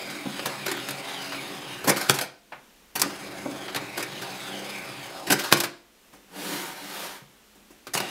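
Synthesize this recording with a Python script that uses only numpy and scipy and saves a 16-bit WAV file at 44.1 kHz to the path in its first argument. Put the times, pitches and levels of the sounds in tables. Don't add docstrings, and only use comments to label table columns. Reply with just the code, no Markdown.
import sys
import numpy as np
from scipy import signal
from scipy.fft import rfft, irfft
from scipy.io import wavfile
from scipy.ndimage import uniform_filter1d

SR = 44100
rng = np.random.default_rng(int(sys.argv[2]) if len(sys.argv) > 2 else 0)


def to_wav(sig):
    pcm = np.clip(np.atleast_2d(sig), -1, 1) * 32767
    pcm = np.round(pcm).astype(np.int16)
    wavfile.write(sys.argv[1], SR, pcm.T)


N = 357202
TIME = np.arange(N) / SR

# start t/s, arm trips the switch t/s, stop t/s, level/dB, extra level at the outset/dB
RUNS = [(-0.2, 1.872, 2.23, 1.7, 4), (3.05, 5.299, 5.66, 0, 0), (7.94, 10.1, 10.45, 1, 4)]
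# f/Hz, density level/dB
PLASTIC = [(35, -37), (60, -20), (91, -4.5), (130, -5), (244, -4), (287, 0.5), (636, -5), (785, -6.5),
           (924, -5.5), (1510, -3), (3580, -10.5), (4530, -9.5), (6430, -18.5), (12700, -19.5),
           (16000, -26)]


def gain_of(db):
    return 10 ** (np.asarray(db) / 20)


def unit_rms(x):
    return x / np.sqrt(np.mean(x ** 2) + 1e-20)


def column(values):
    return np.array(values)[:, None]


def curve_at(points, hz):
    f, value = np.transpose(points)
    return np.interp(np.log(hz + 1), np.log(f + 1), value)


def add(mix, onset, sound):
    part = mix[max(round(onset * SR), 0):][:len(sound)]
    part += sound[:len(part)]


def each_trip(blows):
    return [(trip + delay, *blow) for _, trip, *_ in RUNS for delay, *blow in blows]


def response(hz, spectrum, modes):
    peaks_db = sum(lift / (1 + (2 * (hz - f) / width) ** 2) for f, width, lift in modes)
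    return gain_of(curve_at(spectrum, hz) + peaks_db)


def bands(x, spectrum, modes=()):
    hz = np.fft.rfftfreq(len(x), 1 / SR)
    coloured = rfft(x) * response(hz, spectrum, modes)
    low = 1 / (1 + (hz / 600) ** 8)
    high = 1 - 1 / (1 + (hz / 5000) ** 8)
    return np.array([unit_rms(irfft(coloured * share, len(x))) for share in (low, 1 - low - high, high)])


def grains(per_s, spread_db):
    size = gain_of(spread_db * np.minimum(rng.exponential(1, N), 4))
    return unit_rms(size * rng.choice([-1, 1], N) * (rng.random(N) < per_s / SR))


def drift(cutoff_hz):
    hz = np.fft.rfftfreq(N, 1 / SR)
    return unit_rms(irfft(rfft(rng.standard_normal(N)) / (1 + (hz / cutoff_hz) ** 4), N))


def shifting_contacts(x, depth_db, frames):
    spectra = signal.stft(x, nperseg=512, noverlap=384)[2]
    field = rng.standard_normal(spectra.shape)
    for _ in range(2):
        field = uniform_filter1d(field, size=3, axis=0)
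        field = uniform_filter1d(field, size=frames, axis=1)
    patches = unit_rms(gain_of(depth_db * unit_rms(field)))
    return signal.istft(spectra * patches, nperseg=512, noverlap=384)[1][:N]


def burst(texture, db, bass_db, treble_db, rise, t60, linger):
    t = np.arange(SR // 3) / SR
    start = rng.integers(0, N - len(t))
    band_t60 = t60 * column(linger)
    envelope = np.minimum(t / rise, 1) * gain_of(-60 * np.maximum(t - rise, 0) / band_t60)
    return gain_of(db + np.array([bass_db, 0, treble_db])) @ (envelope * texture[:, start:start + len(t)])


def room_tone(level_db=-56.5, dip_db=-6.5, recovery_s=0.41):
    # f/Hz, density level/dB
    spectrum = [(12, -31.5), (20, 0), (65, -7), (104, -12), (277, -0.5), (825, -7), (3070, -8.5),
                (4180, -11.5), (4810, -13), (5850, -12.5), (9950, -16.5), (13900, -16.5), (16000, -20.5)]
    # f/Hz, width/Hz, lift/dB
    hums = [(50, 12, 9.5), (208, 30, 9.5), (2750, 400, 0.5)]
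    hz = np.fft.rfftfreq(N, 1 / SR)
    noise = irfft(rfft(rng.standard_normal(N)) * response(hz, spectrum, hums), N)
    dip = sum(np.interp(TIME, [trip, stop, stop + recovery_s], [0, 1, 0]) for _, trip, stop, *_ in RUNS)
    return gain_of(level_db + dip_db * dip) * unit_rms(noise)


def reverberation(x, gap_s=0.004, early_db=4, early_s=0.041):
    # f/Hz, t60/s
    decay_times = [(100, 0.44), (400, 0.53), (1500, 0.39), (5000, 0.44), (15000, 0.27)]
    # f/Hz, level/dB
    levels = [(100, -7), (500, -7), (2000, -8), (6000, -13), (15000, -20.5)]
    hz, t, spectra = signal.stft(rng.standard_normal(SR), SR, nperseg=256)
    damping = np.log(1000) / curve_at(decay_times, hz)[:, None]
    decay = np.exp(-damping * t) * np.sqrt(2 * damping / SR)
    spectra *= gain_of(curve_at(levels, hz)[:, None]) * decay
    spectra *= (t > gap_s) * gain_of(early_db * np.exp(-t / early_s))
    impulse_response = signal.istft(spectra, SR, nperseg=256)[1]
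    return signal.fftconvolve(x, impulse_response)[:N]


def hollow_box(x, trim_db=-4.0, cutoff_hz=113):
    # f/Hz, width/Hz, lift/dB
    modes = [(134.2, 15, 8), (199.6, 32, 7.5), (290.3, 28, 7), (346.5, 5.1, 8), (379.7, 24, 8),
             (496, 27, 5), (761, 32, 6), (924, 37, 3.5), (1512, 83, 2.5), (1840, 40, -1), (2420, 59, 1),
             (4500, 340, -0.5)]
    out = x.copy()
    for hz, width, lift_db in modes:
        out += (gain_of(lift_db) - 1) * signal.lfilter(*signal.iirpeak(hz, hz / width, fs=SR), x)
    radiation = signal.butter(2, cutoff_hz, "high", fs=SR, output="sos")
    return gain_of(trim_db) * signal.sosfilt(radiation, out)


def touches():
    # t/s, level/dB, bass/dB, treble/dB, rise/s, base t60/s
    contacts = [(2.5204, -32, -18.5, -25, .0022, 0.25), (6.122, -48.5, -4.5, -4, 0.016, .33),
                (7.548, -61.5, 5, 6, 0.0086, 0.21), (7.699, -54.5, -5, 2, 0.01, 0.25)]
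    # f/Hz, density level/dB
    spectrum = [(60, -10), (200, 7), (1300, -5), (2300, -6.5), (3500, -17), (6000, -26), (15000, -34)]
    out, texture = np.zeros(N), bands(rng.standard_normal(N), spectrum)
    for onset, *blow in contacts:
        add(out, onset, burst(texture, *blow, linger=(1.1, 0.7, 0.8)))
    return out


def slide(judder_db=0.5, ease_db=-9.5, ease_from_s=6.51, ease_s=0.26):
    # t/s, level/dB
    pushes = [(6.27, -76), (6.294, -60), (6.368, -40.5), (6.506, -33), (6.692, -37.5), (6.752, -43.5),
              (7.042, -35.5), (7.17, -44.5), (7.212, -54.5), (7.28, -78)]
    # f/Hz, density level/dB
    spectrum = [(35, -72), (60, -41), (176, -3), (244, -6), (287, 0), (492, -2.5), (593, -5), (924, -6.5),
                (1170, -5.5), (1660, -8), (8120, -9.5), (13300, -9.5), (16000, -16)]
    modes = [(178, 38, 8.3), (917, 45, 5), (1670, 340, 2.4), (9600, 500, 1.6)]  # f/Hz, width/Hz, lift/dB
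    rub_db = np.interp(TIME, *np.transpose(pushes), left=-120, right=-120)
    band_db = column((-7.5, 2, 3)) + column((0.89, 1, 1.123)) * rub_db
    band_db[0] += ease_db * np.clip((TIME - ease_from_s) / ease_s, 0, 1)
    slips = grains(per_s=16000, spread_db=1) * gain_of(judder_db * drift(50))
    return (gain_of(band_db) * bands(slips, spectrum, modes)).sum(0)


def thuds(t60=0.047, rise_s=0.0016):
    # t/s, level/dB, f/Hz, knock re tone/dB
    bumps = [(.255, -23, 243, 1), (.270, -16.5, 237, -20), (.682, -22.5, 385, -15), (.716, -23, 373, -15),
             (3.06, -19, 302, -8), (3.458, -18.5, 265, -1), (3.481, -23, 284, -20),
             (3.517, -22.5, 280, -20), (7.218, -37.5, 150, -10), (7.705, -40, 320, -11),
             (7.951, -27, 172, -8), (8.006, -26, 184, -14)]
    # t after the trip/s, level/dB, f/Hz, knock re tone/dB
    recoil = [(.004, -12.5, 279, -13.5), (.016, -17, 174, -14), (.03, -18.5, 335, -18.5),
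              (.226, -19, 770, -11.5), (.243, -22.5, 324.5, -14.5)]
    out, t = np.zeros(N), np.arange(SR // 4) / SR
    wood = signal.butter(3, [250, 950], "band", fs=SR, output="sos")
    envelope = (1 - np.exp(-t / rise_s)) * gain_of(-60 * t / t60)
    for onset, db, hz, knock_db in bumps + each_trip(recoil):
        knock = gain_of(knock_db) * unit_rms(signal.sosfilt(wood, rng.standard_normal(len(t))))
        add(out, onset, gain_of(db) * envelope * (np.sin(2 * np.pi * hz * t) + knock))
    return out


def rattles(clatter_rise_s=0.0046):
    # t/s, level/dB, bass/dB, treble/dB, base t60/s
    clatters = [(.455, -23, -4.5, 0, 0.11), (.767, -27.5, -13, -9, 0.095), (0.905, -32.5, -9, 6.5, 0.057),
                (1.319, -29.5, -19, -13, 0.13), (2.209, -24.5, -10, 1, .15), (2.953, -24, -9, 3, .13),
                (3.03, -23, -4, -13, 0.1), (3.758, -19, -12, -5.5, 0.072), (4.215, -32.5, -7, -3, 0.18),
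                (7.935, -25.5, -16, 5.5, 0.098), (7.947, -21.5, -12.5, -3, 0.091),
                (7.972, -21, -18, 0, 0.071)]
    # t/s, level/dB
    openings = [(.656, -0.5), (3.969, -2.5)]
    # t after opening/s, level/dB, bass/dB, treble/dB, rise/s, base t60/s
    bounces = [(0, -25.5, -11, -0.5, 0.012, 0.058), (.023, -25.5, -16, -6, 0.002, 0.2),
               (.056, -26, -8.5, 2, .004, .075)]
    # t after the trip/s, then as for the bounces
    retreat = [(-.032, -29, -5.5, -2, 0.0046, 0.22), (0, -15.5, -10, -1.5, .007, 0.11),
               (.014, -16, -8, 3.5, 0.013, 0.078), (.087, -25.5, -19, -1, .012, 0.19),
               (.133, -25.5, -17.5, -2, 0.011, 0.2), (.211, -22.5, -12, -3, .012, .044),
               (.231, -28.5, -8.5, 13.5, .0035, 0.06), (.267, -31, -7, 6, 0.0065, .14)]
    out, texture = np.zeros(N), bands(grains(per_s=4600, spread_db=1), PLASTIC)
    singles = [(*blow, clatter_rise_s, t60) for *blow, t60 in clatters]
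    flaps = [(t + delay, level + db, *blow) for t, level in openings for delay, db, *blow in bounces]
    for onset, *blow in singles + flaps + each_trip(retreat):
        add(out, onset, burst(texture, *blow, linger=(1.2, 1.1, 0.75)))
    return out


def snaps(crack_hz=4700, crack_db=4, crack_t60=0.0026, rise_s=0.0007):
    # t/s, level/dB, bass/dB, treble/dB, base t60/s
    clicks = [(0.393, -22, -9, -17, .04), (0.664, -21, -22, -15, .065), (0.887, -24.5, -10, -2, .046),
              (2.0964, -0.5, -11, -5.5, 0.02), (2.1876, -19, -28, -2.5, 0.058), (2.996, -25, -11, 5, 0.092),
              (3.017, -14.5, -19, 7, .047), (3.682, -28.5, -14, -18, .1), (3.747, -23, -13, -5, 0.058),
              (3.978, -26.5, -10, -11, .09), (5.525, -3, -14.5, -1, 0.025), (5.602, -17.5, -22, 3, 0.064),
              (5.636, -20.5, -16, -1, 0.11), (7.869, -33, -7.5, -4.5, 0.11), (8.002, -22, -11, -2, .06)]
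    out, texture = np.zeros(N), bands(rng.standard_normal(N), PLASTIC)
    t = np.arange(SR // 20) / SR
    crack = np.sin(2 * np.pi * crack_hz * t) * gain_of(-60 * t / crack_t60)
    for onset, db, bass_db, treble_db, t60 in clicks:
        add(out, onset, burst(texture, db, bass_db, treble_db, rise_s, t60, linger=(1.5, 0.9, 0.75)))
        add(out, onset, gain_of(db + crack_db) * crack)
    return out


def wheel_rasps(centre_hz=3145, half_width_hz=170):
    # fraction of the stroke at centre_hz, level/dB, fall per stroke/octaves
    rasps = [(-.07, -44, 2.3), (.27, -45, 3.2), (.48, -44.5, 4.8), (.665, -42.3, 4.5), (.885, -46.5, 3)]
    # f/Hz, level/dB
    colour = [(1800, -25), (2100, 0.5), (2350, 1.5), (2700, -6.5), (3120, 2.5), (3450, -3.5), (3780, -10),
              (4500, -32)]
    out, narrow = np.zeros(N), signal.butter(2, half_width_hz, fs=SR, output="sos")
    for start, trip, _, run_db, _ in RUNS:
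        outward = (TIME > start) & (TIME < trip)
        progress = (TIME[outward] - start) / (trip - start)
        for middle, db, fall in rasps:
            octaves = np.clip(fall * (middle - progress), -1, 1)
            hz = centre_hz * 2 ** octaves
            baseband = signal.sosfilt(narrow, rng.standard_normal((N, 2))[outward] @ [1, 1j])
            rasp = unit_rms((baseband * np.exp(2j * np.pi * np.cumsum(hz) / SR)).real)
            out[outward] += gain_of(db + run_db + curve_at(colour, hz)) * (abs(octaves) < 1) * rasp
    return out


def drive(spin_up_s=0.048, spin_down_s=0.023, base_turns_per_stroke=70, speed_per_db=0.18):
    # fraction of the stroke, drive level/dB
    stroke = [(0, -3.5), (.2, -4), (.4, -3), (.53, 0), (.76, .5), (.84, -2.5), (1, -5)]
    gain, speed = np.zeros((3, N)), np.zeros(N)
    for start, trip, stop, db, outset_db in RUNS:
        progress = (TIME - start) / (trip - start)
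        settling = np.clip(1 - progress / 0.6, 0, 1)
        drive_db = np.interp(progress, *np.transpose(stroke)) + db + outset_db * settling
        out_db = column((-41.5, -37, -43)) + column((1, 1, 0.84)) * drive_db
        back = np.clip((TIME - trip) / (stop - trip), 0, 1)
        back_db = column((-53.5, -35.5, -43)) * (1 - back) + column((-58, -37, -39)) * back
        running = np.clip((TIME - start) / spin_up_s, 0, 1) * np.clip((stop - TIME) / spin_down_s, 0, 1)
        gain += running * gain_of(np.where(TIME < trip, out_db, back_db))
        run_speed = base_turns_per_stroke / (trip - start) * (1 + speed_per_db * drive_db)
        speed = np.where(TIME >= start, run_speed, speed)
    return gain, speed


def geared_motor(wobble=0.00306, flutter_db=1.54):
    # f/Hz, density level/dB
    spectrum = [(35, -61), (60, -18), (193, -3), (244, -11.5), (287, -0.5), (389, -3), (427, -4.5),
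                (715, -5), (785, -5), (1060, -5), (2250, -6.5), (4860, -10.5), (5720, -19.5),
                (11000, -21.5), (16000, -24.5)]
    # f/Hz, width/Hz, lift/dB
    case_modes = [(211, 14, 5.5), (554, 15, 8.5), (657, 25, 10.5), (790, 37, 7), (2200, 570, 1.5),
                  (3800, 230, 4), (5080, 660, 4), (6500, 1200, 5.5), (8130, 500, 6), (9100, 240, 3.5),
                  (10900, 900, 6.5)]
    # harmonic number, level re the low band of gear noise/dB
    harmonics = [(4, -17), (6, -14), (7, -15.5), (9, -10), (10, -16.5)]
    gain, speed = drive()
    turns = np.cumsum(speed * (1 + wobble * drift(11.62))) / SR
    one_turn = irfft(np.exp(2j * np.pi * rng.random(size=200)), n=4096)
    teeth = np.interp(turns, np.arange(len(one_turn)) / len(one_turn), one_turn, period=1)
    backlash = grains(per_s=12000, spread_db=1.5) * gain_of(flutter_db * drift(40))
    periodic_share = column((0.88, 0.35, 0))
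    meshing = np.sqrt(periodic_share) * bands(teeth, spectrum, case_modes)
    chatter = np.sqrt(1 - periodic_share) * bands(backlash, spectrum, case_modes)
    hum = sum(gain_of(db) * np.sin(2 * np.pi * (k * turns + rng.random())) for k, db in harmonics)
    return (gain * (meshing + chatter)).sum(0) + gain[0] * np.sqrt(2) * hum


def scene():
    whirr = shifting_contacts(geared_motor() + wheel_rasps(), depth_db=2.1, frames=26)
    clatter = shifting_contacts(rattles(), depth_db=3.1, frames=10)
    scrape = shifting_contacts(slide(), depth_db=1.3, frames=26)
    toy = hollow_box(whirr + clatter + snaps() + touches() + thuds() + scrape)
    return (toy + reverberation(toy) + room_tone())[None]


def record(dry):
    lowpass = signal.firwin(511, 15750, window=("kaiser", 9), fs=SR)
    return signal.oaconvolve(np.clip(dry, -1, 1), lowpass[None], "same")


dry = scene()
out = record(dry)
to_wav(out)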